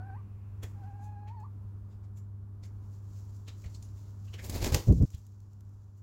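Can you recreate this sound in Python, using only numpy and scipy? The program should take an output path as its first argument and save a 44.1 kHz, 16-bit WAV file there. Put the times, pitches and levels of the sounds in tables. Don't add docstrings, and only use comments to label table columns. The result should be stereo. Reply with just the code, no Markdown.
import sys
import numpy as np
from scipy import signal
from scipy.fft import rfft, irfft, next_fast_len
from scipy.io import wavfile
from scipy.ndimage import uniform_filter1d

SR = 44100
rng = np.random.default_rng(int(sys.argv[2]) if len(sys.argv) > 2 else 0)


def bounce(signal):
    frames = np.transpose(np.atleast_2d(signal))
    limited = np.clip(frames, -1, 1)
    pcm = np.round(limited * 32767).astype(np.int16)
    wavfile.write(sys.argv[1], SR, pcm)


N = 265482
T = np.arange(N) / SR


def undb(db):
    return 10 ** (np.asarray(db) / 20)


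def unit(x):
    return x / np.sqrt(np.mean(x ** 2))


def bins(size):
    return np.arange(size // 2 + 1) * SR / size


def response(points, hz):
    f, db = np.transpose(points)
    return undb(np.interp(np.log(hz + 1), np.log(f), db))


def colour(x, points):
    size = next_fast_len(x.shape[-1])
    return irfft(rfft(x, size) * response(points, bins(size)), size)[..., :x.shape[-1]]


def walk(rate_hz):
    hold = max(int(SR / rate_hz), 1)
    steps = np.repeat(rng.standard_normal(N // hold + 1), hold)
    return unit(uniform_filter1d(uniform_filter1d(steps, hold), hold)[:N])


def crackle(spread_db, size, grain_samples=24):
    grains = undb(spread_db * np.minimum(rng.exponential(size=size // grain_samples + 1), 4))
    return unit(rng.standard_normal((2, size)) * np.repeat(grains, grain_samples)[:size])


def swell(t, rise, fall):
    return np.exp(np.where(t < 0, t / rise, -t / fall))


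def held(start, end, attack, release):
    return (1 - np.exp(-np.maximum(T - start, 0) / attack)) * np.exp(-np.maximum(T - end, 0) / release)


def pan(db):
    return undb(np.array([[db], [-db]]) / 2)


def aim(x, lag_s, direct):
    delayed = np.roll(x[0], int(round(lag_s * SR)))
    return np.array([x[0], np.sqrt(direct) * delayed + np.sqrt(1 - direct) * x[1]])


def diffuse(points, port_lag_s=.00067):
    size = next_fast_len(N)
    hz = bins(size)
    likeness = np.sinc(2 * hz * port_lag_s)
    mid, side = rfft(rng.standard_normal((2, size))) * np.sqrt(np.array([1 + likeness, 1 - likeness]) / 2)
    return irfft(np.array([mid + side, mid - side]) * response(points, hz), size)[:, :N]


def fences(x, t60, wet_db, first_echo_s=.0046):
    t = T[:SR // 2]
    tail = rng.standard_normal((2, len(t))) * np.exp(-np.log(1000) * t / t60) * (t > first_echo_s)
    tail = tail / np.sqrt(np.sum(tail ** 2, axis=1, keepdims=True))
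    return x + undb(wet_db) * signal.fftconvolve(x, tail, axes=1)[:, :N]


def mains_hum(waver_db=.72):
    # (frequency [Hz], level [dB])
    harmonics = [(100, -43.5), (200, -62.5), (300, -74), (400, -74), (600, -86.5)]
    return sum(undb(db + waver_db * walk(4.5)) * np.sqrt(2) * np.sin(2 * np.pi * (hz * T + rng.random()))
               for hz, db in harmonics)


def traffic(waver_db=1.05):
    # (frequency [Hz], density [dB per Hz])
    rumble = [(15, -100), (30, -81), (50, -71.5), (85, -67.5), (150, -81.5), (250, -86), (400, -94.5),
              (600, -100), (780, -98), (1000, -95), (1400, -102), (2000, -115), (3200, -119), (7000, -121),
              (9000, -114.5), (15000, -116)]
    return diffuse(rumble) * np.sqrt(SR / 2) * undb(waver_db * walk(4.732)) * pan(2)


def faint_hiss(db=-77.5, hold_s=.92, fade_s=.45):
    hiss = unit(diffuse([(1000, -10), (1800, 0), (2700, 3.5), (3500, -16.5), (8000, -30)]))
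    return hiss * undb(db) * np.exp(-np.maximum(T - hold_s, 0) / fade_s)


def rustle(grain_db=2.5, flicker_db=1.7):
    # (time [s], level [dB], rise [s], fall [s])
    shuffles = [(.8, -77, 0.27, .35), (2.93, -66.5, 0.096, 0.13), (3.15, -64, 0.1, 0.4),
                (3.62, -62, 0.1, 0.21), (3.99, -64, 0.21, 0.2), (4.45, -57, 0.152, .1),
                (4.88, -49, 0.03, 0.2), (5.7, -69.5, 0.21, 0.8)]
    # (frequency [Hz], level [dB])
    down = [(800, -14), (2500, -10), (3500, -8.5), (5200, -2), (7000, 1), (9500, -5.5), (15000, -4)]
    strength = np.sqrt(sum((undb(db) * swell(T - s, rise, fall)) ** 2 for s, db, rise, fall in shuffles))
    return unit(colour(crackle(grain_db, N), down)) * strength * undb(flicker_db * walk(45)) * pan(-3.5)


def scuffs(grain_db=1, ring_db=9.5, ring_width=.15, upper_ratio=1.68, neighbours_db=2, dull_db=4):
    # (time [s], level [dB], rise [s], ring [Hz], low body [dB])
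    scrapes = [(.633, -42, .004, 7600, 0.5), (.637, -43, .004, 1950, 7.5), (0.839, -67.5, .008, 5600, 4),
               (1.045, -60.5, .022, 7200, -7), (1.283, -55.5, .007, 2310, 1.5),
               (1.402, -64.5, .0034, 7850, -10), (1.925, -68, 0.026, 4900, 5), (2.044, -65, .008, 4800, 7),
               (2.177, -57, 0.0091, 7140, -8), (2.637, -52.5, .005, 4940, 0.5), (2.655, -56, .006, 6800, 0),
               (3.364, -61.5, 0.0059, 7160, -22), (3.483, -44, 0.0053, 3770, -2.5),
               (3.644, -50, 0.0037, 2270, 3), (3.662, -52.5, 0.0042, 4450, 6),
               (3.749, -50, 0.0046, 4600, -30), (3.825, -48.5, .0005, 5800, -18),
               (3.85, -58, .005, 6500, -8), (4.06, -69, 0.049, 4030, 9), (4.283, -58, 0.0057, 2900, -5),
               (4.341, -42.5, 0.005, 3070, -3), (4.394, -43, 0.0064, 2090, -2.5),
               (5.142, -50.5, 0.0062, 3480, -15.5), (5.181, -55, 0.0044, 7400, -17),
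               (5.98, -62.5, .006, 7200, -15)]
    # (frequency [Hz], level [dB])
    chips = [(150, 4), (400, 11.5), (900, 2.5), (2000, 3), (4000, -3.5), (7000, -3.5), (10000, -6.5),
             (15000, -7.5)]
    size = 16384
    out, hz = np.zeros((2, N + 2 * size)), bins(size)
    t = (np.arange(size) - size // 2) / SR
    for s, db, rise, ring_hz, body_db in scrapes:
        lower, upper = (1 / (1 + ((hz / f - 1) / ring_width) ** 2) for f in (ring_hz, ring_hz * upper_ratio))
        upper_db = 6.5 + 5 * np.log2(ring_hz / 4000)
        neighbours = signal.resample(rng.standard_normal(64), len(hz))
        shape_db = ring_db * lower + upper_db * upper + neighbours_db * neighbours
        shape_db += body_db / (1 + (2 * hz / ring_hz) ** 4)
        shape_db -= dull_db / (1 + (3 * ring_hz / (hz + 1)) ** 4)
        burst = unit(irfft(rfft(crackle(grain_db, size)) * response(chips, hz) * undb(shape_db)))
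        fall = .009 + .7 * rise
        start = int(s * SR) + size // 2
        out[:, start:start + size] += burst * swell(t, rise, fall) * undb(db)
    return out[:, size:size + N] * pan(-1.3)


def whine(start, end, note_hz, climb, warble_rate, db, attack, octave_db, roughness, lag_s, pan_db):
    # (time [s], step [Hz], half length [s])
    slips = [(0.195, 359, 0.031), (0.731, 115, .028), (0.84, -30.5, 0.014), (1.081, 26.5, .04),
             (1.34, 135, .036), (1.453, 335, .015)]
    # (frequency [Hz], gain [dB])
    octave = [(1490, -1), (1560, -5.5), (1640, -8), (1740, -16), (1900, -12), (2300, -23)]
    # (frequency [Hz], gain [dB])
    throat = [(2200, -31), (2500, -22.5), (2800, -41), (3300, -50), (4150, -40), (4400, -28), (4900, -46),
              (7000, -43)]
    warble_depth_hz, settle_s, break_hz_per_s = 23.6, .38, 9000
    jitter, shimmer_db, rasp_db, edge_db = .022, 1.9, -6, -1
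    press_db_per_s, slip_db_per_hz, warble_db_per_hz = 5.5, -.0107, -.0756
    age = np.clip(T, start, end) - start
    warble = -warble_depth_hz * np.sin(2 * np.pi * warble_rate * age) * np.exp(-(age / settle_s) ** 2)
    slip = sum(step_hz * np.exp(-((T - s) / half) ** 2) for s, step_hz, half in slips)
    hoarse = roughness * (1 + np.tanh(np.abs(np.gradient(slip, T)) / break_hz_per_s))
    hz = (note_hz + climb * age + warble + slip) * (1 + jitter * hoarse * walk(260))
    phase = 2 * np.pi * np.cumsum(hz) / SR
    octave_gain = undb(octave_db) * response(octave, 2 * hz)
    edge = undb(edge_db) * sum(response(throat, k * hz) * np.sin(k * phase) for k in range(3, 8))
    tone = np.sqrt(2) * (np.sin(phase) + octave_gain * np.sin(2 * phase) + edge)
    level_db = db + press_db_per_s * age + slip_db_per_hz * slip + warble_db_per_hz * warble
    voice = tone * held(start, end, attack, release=.0075) * undb(level_db + shimmer_db * walk(130))
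    voice *= 1 + undb(rasp_db) * hoarse * np.sqrt(octave_gain) * walk(900)
    return np.array([np.interp(T - lag_s, T, voice), voice]) * pan(pan_db)


def calls():
    # (start [s], end [s], pitch [Hz], climb [Hz/s], warble rate [Hz], base level [dB], attack [s],
    # octave [dB], roughness [0-1], left port's delay [s], left minus right [dB])
    whines = [(-.025, 0.205, 747.4, 250, 8.15, -54.5, 0.019, 3, 0.47, -.0003, 6.5),
              (0.736, 1.462, 792, 67.9, 12.13, -54.5, 0.068, -1.4, 0.36, .00025, -1)]
    return sum(whine(*row) for row in whines)


def thuds(rise_s=.0029, fall_s=.01):
    # (time [s], level [dB], pitch [Hz])
    footfalls = [(0.643, -37, 75), (3.661, -28.5, 73.6), (5.146, -21, 83), (5.186, -31.5, 71)]
    return sum(undb(db) * swell(T - s, rise_s, fall_s) * np.sin(2 * np.pi * hz * (T - s))
               for s, db, hz in footfalls)


def snaps(rise_s=.00078, fall_s=.0021):
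    # (time [s], level [dB], left minus right [dB])
    cracks = [(0.6362, -36, 1), (4.925, -36, 4.5), (5.025, -36.5, 0), (5.104, -41.5, -3), (5.148, -39.5, 4),
              (5.267, -46, -5), (5.404, -55, -10), (5.533, -57, -11.5), (5.608, -51, -8), (5.693, -62, -11)]
    strength = sum(undb(db) * pan(pan_db) * swell(T - s, rise_s, fall_s) for s, db, pan_db in cracks)
    bright = colour(rng.standard_normal((2, N)), [(800, -9), (3200, -7), (7000, 3.5), (15000, .5)])
    return strength * unit(bright)


def wings(grain_db=3, lag_s=.00042, stroke_fall_s=.03, clap_rise_s=.0011):
    # (time [s], level [dB], rise [s])
    strokes = [(4.447, -44, .014), (4.561, -37.5, 0.036), (4.627, -35.5, .016), (4.664, -33.5, .013),
               (4.723, -34, 0.0033), (4.747, -34, .008)]
    # (time [s], level [dB], fall [s], tips relative to quills [dB])
    claps = [(4.497, -32, .006, 3), (4.645, -24.5, 0.0068, -11.5), (4.746, -14, .0027, -4.5)]
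    # (frequency [Hz], level [dB])
    quill_spectrum = [(300, -9), (1000, 1), (1500, -7.5), (2200, 0), (2900, -2.5), (3800, 0.5), (7000, -2),
                      (9000, -3), (15000, -5)]
    air_spectrum = [(20, -11), (50, 7), (85, 4), (160, -7), (400, -7.5), (650, -12.5), (1000, -15),
                    (1500, -21.5), (4000, -55.5)]
    tip_spectrum = [(2000, -26.5), (6000, -6), (9000, 0), (14000, -1.5)]
    power = 0
    for s, db, rise in strokes:
        force_db = db + 38
        air_db = db + 6.5 + .49 * force_db
        tips_db = db - 2 - .9 * force_db
        power += (undb([[db], [air_db], [tips_db]]) * swell(T - s, rise, stroke_fall_s)) ** 2
    for s, db, fall, hiss_db in claps:
        power += (undb([[db], [db - 4], [db + hiss_db]]) * swell(T - s, clap_rise_s, fall)) ** 2
    quills = aim(unit(colour(crackle(grain_db, N), quill_spectrum)), lag_s, direct=.088)
    air = aim(unit(colour(rng.standard_normal((2, N)), air_spectrum)), lag_s, direct=.92)
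    tips = unit(colour(crackle(grain_db, N), tip_spectrum))
    return sum(np.sqrt(p) * layer for p, layer in zip(power, (quills, air, tips)))


def draught(steady_s=.025, fine_db=-14, arch_power=.83):
    # (start [s], end [s], left [dB], right [dB])
    gusts = [(4.871, 4.943, -24.5, -2), (4.917, 5.018, -40, -14.5), (4.996, 5.056, -40, -5.5)]
    # (frequency [Hz], level [dB])
    large_spectrum = [(18, -33), (36, -11), (55, 3), (90, 3), (125, -5), (185, -5), (280, -16.5),
                      (500, -33), (800, -49), (2000, -72)]
    fine_spectrum = [(120, -24), (280, 2), (560, -11), (950, -30), (2200, -55.5)]
    force = 0
    for start, end, left_db, right_db in gusts:
        arch = np.abs(np.sin(np.pi * np.clip((T - start) / (end - start), 0, 1))) ** arch_power
        force = np.maximum(force, undb([[left_db], [right_db]]) * arch)
    large = colour(rng.standard_normal((2, N)), large_spectrum)
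    window = int(steady_s * SR)
    large /= np.sqrt(uniform_filter1d(uniform_filter1d(large ** 2, window), window // 2))
    fine = unit(colour(rng.standard_normal((2, N)), fine_spectrum))
    return large * force + fine * force ** 2 * undb(fine_db)


def scene():
    voices = fences(calls(), t60=.2, wet_db=-13)
    feet = aim(scuffs(), lag_s=-.0003, direct=.068)
    further_off = fences(feet + rustle(), t60=.25, wet_db=-8.5)
    close_by = fences(wings() + snaps(), t60=.3, wet_db=-10)
    return voices + further_off + close_by + thuds() + draught() + mains_hum() + traffic() + faint_hiss()


def record(dry, threshold_db=-19, slope=.31, creep_db_per_s=.1, top_hz=15900):
    # (frequency [Hz], gain [dB])
    microphone = [(7400, 0), (8400, -8.5), (15000, -6)]
    x = colour(dry, microphone)
    power = uniform_filter1d(np.max(x ** 2, axis=0), size=900)
    over_db = np.maximum(10 * np.log10(np.abs(power) + 1e-12) - threshold_db, 0)
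    creep_db = creep_db_per_s * T
    duck_db = np.maximum.accumulate(slope * over_db - creep_db) + creep_db
    rounded = np.tanh(x * undb(-duck_db))
    return signal.sosfilt(signal.ellip(10, .2, 70, top_hz, fs=SR, output="sos"), rounded)


dry = scene()
out = record(dry)
bounce(out)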